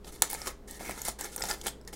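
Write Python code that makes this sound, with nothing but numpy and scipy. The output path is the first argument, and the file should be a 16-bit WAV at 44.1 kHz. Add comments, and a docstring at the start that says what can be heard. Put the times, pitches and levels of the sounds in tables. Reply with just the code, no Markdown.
"""Opening a foil packet

Hands pull open an aluminium foil packet on a plate, close to the microphone in a small kitchen.
Each pull sets off a swarm of tiny clicks that ring facets of the foil, and shakes the whole sheet.
Single creases snap as short cracks; hollow pops and dull low knocks are each a thud plus a note.
Counter and walls add a short noise tail over a low rumble of filtered noise and a faint hum of sines."""
import sys
import numpy as np
from scipy import signal
from scipy.fft import rfft, irfft, next_fast_len
from scipy.io import wavfile
from scipy.ndimage import uniform_filter1d

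SR = 44100
rng = np.random.default_rng(int(sys.argv[2]) if len(sys.argv) > 2 else 0)


def generate_wav(sig):
    """Save sig (samples, or channels by samples) to the path in sys.argv[1] as 16-bit PCM at SR."""
    pcm = np.round(np.clip(np.atleast_2d(sig).T, -1, 1) * 32767).astype(np.int16)
    wavfile.write(sys.argv[1], SR, pcm)


N = 85995  # length of the scene [samples]

# A snap, pop or knock has the energy of its level held for this long.
SNAP_SPAN_S, BODY_SPAN_S = 0.0016, 0.0036
# In every name, T60 is the time a decay is set to take to fall by 60 dB.


def undb(db):
    """Turn decibels into a factor for the amplitude."""
    return 10 ** (np.asarray(db) / 20)


def unit(x):
    """Scale to an energy of one."""
    return x / np.sqrt(np.sum(x ** 2) + 1e-18)


def fade(t, t60):
    """Exponential decay that falls by 60 dB in t60 seconds."""
    return np.exp(-np.log(1000) * t / t60)


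def colour(x, points):
    """Filter x through (frequency [Hz], gain [dB]) points, with no sound ahead of its cause."""
    size = next_fast_len(2 * len(x)) * 2
    hz, db = np.array(points).T
    f = np.maximum(np.fft.rfftfreq(size, 1 / SR), 1)
    gain = undb(np.interp(np.log(f), np.log(hz), db))
    # Folding the cepstrum onto positive times makes the filter minimum phase.
    cepstrum = irfft(np.log(gain))
    cepstrum[1:size // 2] *= 2
    cepstrum[size // 2 + 1:] = 0
    return irfft(rfft(x, size) * np.exp(rfft(cepstrum)))[:len(x)]


def scaled(points, factor):
    """Shift (frequency, level) points up or down in pitch."""
    return [(hz * factor, db) for hz, db in points]


def burst(t60, size=4096, count=3):
    """A decaying puff of noise with a nearly even spectrum; t60 sets its decay only roughly."""
    envelope = fade(np.arange(size) / SR, t60)
    x = rng.standard_normal(size) * envelope
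    for _ in range(count):
        spectrum = rfft(x)
        flat = irfft(spectrum / (np.abs(spectrum) + 1e-9))
        x = flat * np.sqrt(envelope)  # flattening smears the noise in time, so fade it again
    return unit(x)


def mode(hz, t60, size=8192):
    """A decaying sine that starts from rest, like one resonance of a struck sheet."""
    t = np.arange(size) / SR
    return np.sin(2 * np.pi * hz * t) * fade(t, t60)


def ring(x, response):
    """Play x through an impulse response."""
    return signal.fftconvolve(x, response)[:N]


def add(out, start_s, x):
    """Mix x in at a time."""
    i = max(int(start_s * SR), 0)
    out[i:i + len(x)] += x[:max(N - i, 0)]


def room_tone():
    """Low rumble from filtered noise, and the hum of an appliance from steady sines."""
    # Rumble spectrum: (frequency [Hz], relative level [dB per Hz])
    rumble_shape = [(15, 0.5), (30, 5.5), (45, 0.5), (60, -4.5), (78, -17.5), (120, -8), (210, -9.5),
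                    (300, -9), (450, -10.5), (680, -18.5), (1200, -25), (2500, -35), (8000, -41.5),
                    (16000, -46)]
    # Hum tones: (frequency [Hz], RMS level [dB])
    hum_tones = [(58.5, -54), (207, -65), (414, -62)]
    rumble_db = -50.5  # RMS level
    t = np.arange(N) / SR
    hum = np.zeros(N)
    for hz, db in hum_tones:
        hum += undb(db) * np.sqrt(2) * np.sin(2 * np.pi * (hz * t + rng.random()))
    rumble = unit(colour(rng.standard_normal(N), rumble_shape))
    return hum + undb(rumble_db) * np.sqrt(N) * rumble


def swarm(rate, size=500):
    """Random clicks of uneven strength; the hand feeds in energy evenly."""
    spread_db = 4.5
    happens = rng.random(N) < rate / SR  # rate is in clicks per second
    strength = undb(spread_db * rng.standard_normal(N))
    clicks = happens * strength * rng.choice([-1, 1], N)
    power = np.abs(uniform_filter1d(clicks ** 2, size))
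    return clicks / np.sqrt(power + 1e-9)


def effort(start, length):
    """Attack, hold and release of one pull."""
    attack_s, release_s = 0.005, 0.012  # straight rise; time constant of the exponential release
    t = np.arange(N) / SR - start
    return np.clip(t / attack_s, 0, 1) * np.exp(-np.maximum(t - length, 0) / release_s)


def facet(hz, size=4096):
    """One facet buckles: a dry crack and a few modes that die within milliseconds."""
    # Modes of a facet: (ratio to its pitch [1], relative level [dB])
    facet_modes = [(0.998, 5), (1.121, -10), (1.5, -7)]
    # Spectrum of its crack: (ratio to its pitch [1], relative level [dB per Hz])
    crack_shape = [(.08, -18.5), (.4, -14.5), (.6, -10.5), (1, 0), (1.5, -2.5), (2.2, -11.5), (4, -36.5)]
    modes_t60_s, crack_t60_s, rise_s = .0048, .011, .0011
    crack_db = -1  # relative to the modes
    t = np.arange(size) / SR
    modes = np.zeros(size)
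    for ratio, db in facet_modes:
        pitch = min(hz * ratio, SR / 2)
        modes += undb(db) * np.sin(2 * np.pi * (pitch * t + rng.random()))
    crack = unit(colour(burst(crack_t60_s), scaled(crack_shape, hz)))
    both = unit(modes * fade(t, modes_t60_s)) + undb(crack_db) * crack
    return unit(both * np.minimum(t / rise_s, 1))


def crumpling(count=24, flex_samples=12000):
    """Swarms of tiny buckles ring many facets; slower flexes shake the panel of foil being pulled."""
    # Pulls and folds of the sheet: (start [s], length [s], crackle before its colouring [dB],
    # body [dB], low flap [dB], pitch of the flexing panel [Hz])
    pulls = [(0.04, 0.044, -56, -60.5, -54.5, 695), (0.065, 0.029, -50, -54.5, -52.5, 820),
             (0.116, 0.044, -51, -59, -57, 830), (0.171, 0.042, -59.5, -66, -61, 900),
             (0.226, 0.011, -40, -38.5, -67, 1210), (0.244, 0.037, -51.5, -58, -57, 1140),
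             (0.292, 0.062, -42, -48.5, -73, 934), (0.368, 0.096, -48.5, -51, -57, 1207),
             (0.454, 0.007, -40, -43, -64, 1260), (0.468, 0.01, -35.5, -43, -49, 1270),
             (0.484, 0.024, -53, -48, -52, 1280), (0.672, 0.103, -50.5, -56.5, -56, 1880),
             (0.791, 0.047, -48, -46.5, -48, 746), (0.843, 0.076, -46, -44, -48, 740),
             (0.91, 0.069, -50.5, -52.5, -66, 1920), (0.972, 0.018, -46, -47.5, -67, 2020),
             (0.987, 0.13, -48.5, -55, -60, 2070), (1.045, 0.023, -36.5, -46, -60, 2020),
             (1.072, 0.018, -35, -38, -56, 670), (1.184, 0.043, -43.5, -45.5, -61, 1510),
             (1.234, 0.024, -41.5, -44, -53, 830), (1.248, 0.057, -52, -60, -65, 820),
             (1.315, 0.032, -47, -58.5, -54, 1440), (1.372, 0.061, -49, -49.5, -49.5, 1400),
             (1.431, 0.045, -41, -44, -48.5, 770), (1.483, 0.033, -37, -38.5, -54, 1390),
             (1.524, 0.015, -41.5, -43, -75, 2040), (1.531, 0.089, -57, -59, -60, 840),
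             (1.632, 0.052, -46, -51, -48, 775), (1.662, 0.016, -32.5, -46.5, -46.5, 980),
             (1.871, 0.0073, -47, -49.5, -57, 1900), (1.924, 0.014, -44.5, -54, -47.5, 594)]
    # Colouring of the crackle: (frequency [Hz], gain [dB])
    crackle_colour = [(500, -17.5), (1800, -6.5), (2700, -6.5), (3500, -4), (5000, -3), (8500, 2),
                      (12000, -1.5), (16000, -5.5)]
    # Spectrum of the shaken panel: (frequency [Hz], relative level [dB per Hz])
    rustle_shape = [(150, -16), (400, -2.5), (650, -3.5), (850, -3), (1050, -6), (1300, -6), (1650, -4.5),
                    (2100, -1.5), (2700, -20.5), (6000, -21)]
    # Spectrum of the low flap: (frequency [Hz], relative level [dB per Hz])
    flap_shape = [(40, -18), (110, -14), (190, 4.5), (290, .5), (450, -3), (700, -7), (1200, -31.5)]
    buckles_per_s, flexes_per_s = 5500, 1600
    facet_low_hz, facet_high_hz = 2652, 13300
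    rustle_t60_s, flap_t60_s = 0.012, 0.019
    panel_db, panel_t60_s = -5, 0.027  # the panel's note, relative to its rustle
    spread_oct = .1
    clicks, flexes = swarm(buckles_per_s), swarm(flexes_per_s)
    which = rng.integers(0, count, N)  # the facet that each click rings
    out, crackle_power, flap_power = np.zeros((3, N))
    for start, length, crackle_db, body_db, flap_db, hz in pulls:
        pull = effort(start, length)
        crackle_power += (undb(crackle_db) * pull) ** 2
        flap_power += (undb(flap_db) * pull) ** 2
        # Each fold shifts the sheet's broad resonances.
        stiffness = 2 ** rng.uniform(-spread_oct, spread_oct)
        rustle = unit(colour(burst(rustle_t60_s), scaled(rustle_shape, stiffness)))
        note = unit(mode(hz, panel_t60_s, size=4096))
        panel = unit(rustle + undb(panel_db) * note)
        shaking = (flexes * pull)[int(start * SR):][:flex_samples]
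        add(out, start, undb(body_db) * ring(shaking, panel))
    for k, hz in enumerate(np.geomspace(facet_low_hz, facet_high_hz, count)):
        facet_clicks = clicks * (which == k) * np.sqrt(crackle_power)
        out += ring(facet_clicks, colour(facet(hz), crackle_colour))
    flap = unit(colour(burst(flap_t60_s), flap_shape))
    return out + ring(flexes * np.sqrt(flap_power), flap)


def kitchen(x, size=20000):
    """Quick reflections from plate and counter, then a short tail whose extreme treble dies first."""
    # Decay of the tail: (frequency [Hz], t60 [s])
    room_decay = [(300, 0.3), (1100, 0.27), (3000, 0.29), (7000, 0.22), (14000, 0.13)]
    room_db, room_delay_s = -13, .005
    counter_db, counter_delay_s, counter_t60_s = -8.5, 0.0022, 0.027
    t = np.arange(size) / SR
    f = np.maximum(np.fft.rfftfreq(size, 1 / SR), 1)
    hz, t60s = np.array(room_decay).T
    noise = rfft(rng.standard_normal(size))
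    tail = np.zeros(size)
    # Overlapping bands of the same noise each fade at their own pace.
    for share, t60 in zip(np.eye(len(hz)), t60s):
        band = irfft(noise * np.interp(np.log(f), np.log(hz), share))
        tail += band * fade(t, t60)
    response = np.zeros(N)
    add(response, room_delay_s, undb(room_db) * unit(tail))
    add(response, counter_delay_s, undb(counter_db) * burst(counter_t60_s))
    return x + ring(x, response)


def snaps():
    """Single creases flip over and jolt the packet around them."""
    # Creases that snap: (time [s], level of the ring [dB], pitch of the facet [Hz],
    # level of the sheet's body [dB])
    creases = [(0.0457, -47, 3860, -55), (.221, -11.5, 7065, -27.5), (0.2213, -23.5, 11000, -44),
               (0.223, -24, 4040, -32), (0.3012, -30, 10100, -68), (0.312, -31.5, 11200, -68),
               (.3304, -28, 10560, -42), (.3412, -31, 7100, -57), (.348, -40, 4520, -37),
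               (0.4169, -33, 5260, -43.5), (.4708, -31, 5200, -32.5), (.4762, -31.5, 6700, -39),
               (0.7099, -35, 8400, -69), (.895, -47, 8850, -40), (.91, -34.5, 8260, -62),
               (1.017, -30.5, 6770, -49), (1.0175, -33, 12500, -64), (1.0515, -30, 8000, -56),
               (1.0837, -26, 9500, -35), (1.19, -40, 7700, -46), (1.2101, -28, 7840, -40),
               (1.2442, -33.5, 6500, -42), (1.3618, -26.5, 8700, -42.5), (1.3792, -35, 5740, -42),
               (1.396, -38, 8350, -59), (1.4075, -37, 7800, -39), (1.422, -24, 5300, -61),
               (1.4381, -32.5, 7140, -34.5), (1.454, -35, 5730, -54), (1.487, -31.5, 6950, -36.5),
               (1.5012, -29.5, 7860, -36), (1.5062, -40, 6060, -38), (1.5115, -25.5, 4920, -37.5),
               (1.6134, -39.5, 3300, -57), (1.6145, -38.5, 6850, -59), (1.661, -37, 3220, -34.5),
               (1.6677, -25, 7950, -31.5), (1.6709, -33, 3300, -51), (1.681, -33, 3150, -37),
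               (1.813, -53, 5340, -61), (1.8496, -56, 5660, -67), (1.8758, -39, 5120, -56),
               (1.9285, -52, 8000, -47.5)]
    # Modes of the open packet, rung by every snap: (frequency [Hz], relative level [dB], t60 [s])
    packet_modes = [(864, -5, 0.063), (1109, -4.5, 0.078), (1450, 1.5, 0.018), (1950, -27.5, 0.07)]
    # Spectrum of the jolted sheet: (frequency [Hz], relative level [dB per Hz])
    body_shape = [(100, -23), (300, -16), (650, -3), (850, 0.5), (1050, -12.5), (1400, -6), (2100, -10.5),
                  (2900, -23.5), (6000, -27.5)]
    body_t60_s = 0.027
    packet_db = -8.5  # relative to the noise of the jolted sheet
    out = np.zeros(N)
    packet = unit(sum(undb(db) * mode(hz, t60) for hz, db, t60 in packet_modes))
    for start, ring_db, hz, body_db in creases:
        jolt = unit(colour(burst(body_t60_s, size=8192), body_shape))
        body = unit(jolt + undb(packet_db) * packet)
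        add(out, start, facet(hz) * undb(ring_db) * np.sqrt(SNAP_SPAN_S * SR))
        add(out, start, body * undb(body_db) * np.sqrt(BODY_SPAN_S * SR))
    return out


def knocks():
    """Hollow pops of foil panels and dull low knocks on the plate: a short thud and a heavily damped note."""
    # Pops and knocks: (time [s], level [dB], pitch [Hz])
    hits = [(0.2218, -28, 879), (.3305, -35.5, 876), (.471, -34, 884), (0.4752, -33.5, 1112),
            (0.809, -38, 710), (.8945, -32, 690), (0.8968, -40, 247), (.901, -38, 653), (.91, -38, 2000),
            (1.084, -39, 693), (1.088, -38.5, 213), (1.419, -35, 1970), (1.43, -38, 114), (1.437, -33, 720),
            (1.511, -33, 1773), (1.668, -38, 660)]
    # Spectrum of the dull thud: (ratio to the pitch [1], relative level [dB per Hz])
    thud_shape = [(.12, -34), (.33, -3.5), (.7, -12), (1, 0), (1.4, -10), (5, -28)]
    thud_t60_s, note_t60_s = .016, .026
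    out = np.zeros(N)
    for start, db, hz in hits:
        thud = colour(burst(thud_t60_s, size=8192), scaled(thud_shape, hz))
        hit = unit(unit(thud) + unit(mode(hz, note_t60_s)))
        add(out, start, hit * undb(db) * np.sqrt(BODY_SPAN_S * SR))
    return out


def scene():
    """The foil sounds in the kitchen, over the room's own noise."""
    foil = snaps() + crumpling() + knocks()
    return (kitchen(foil) + room_tone())[None]  # one channel


def record(dry):
    """The recorder cuts the top of the treble with a steep low-pass filter."""
    top_hz = 15900
    low_pass = signal.ellip(10, .2, 80, top_hz, fs=SR, output="sos")  # ripple and stopband in dB
    return signal.sosfilt(low_pass, dry)


dry = scene()
out = record(dry)
generate_wav(out)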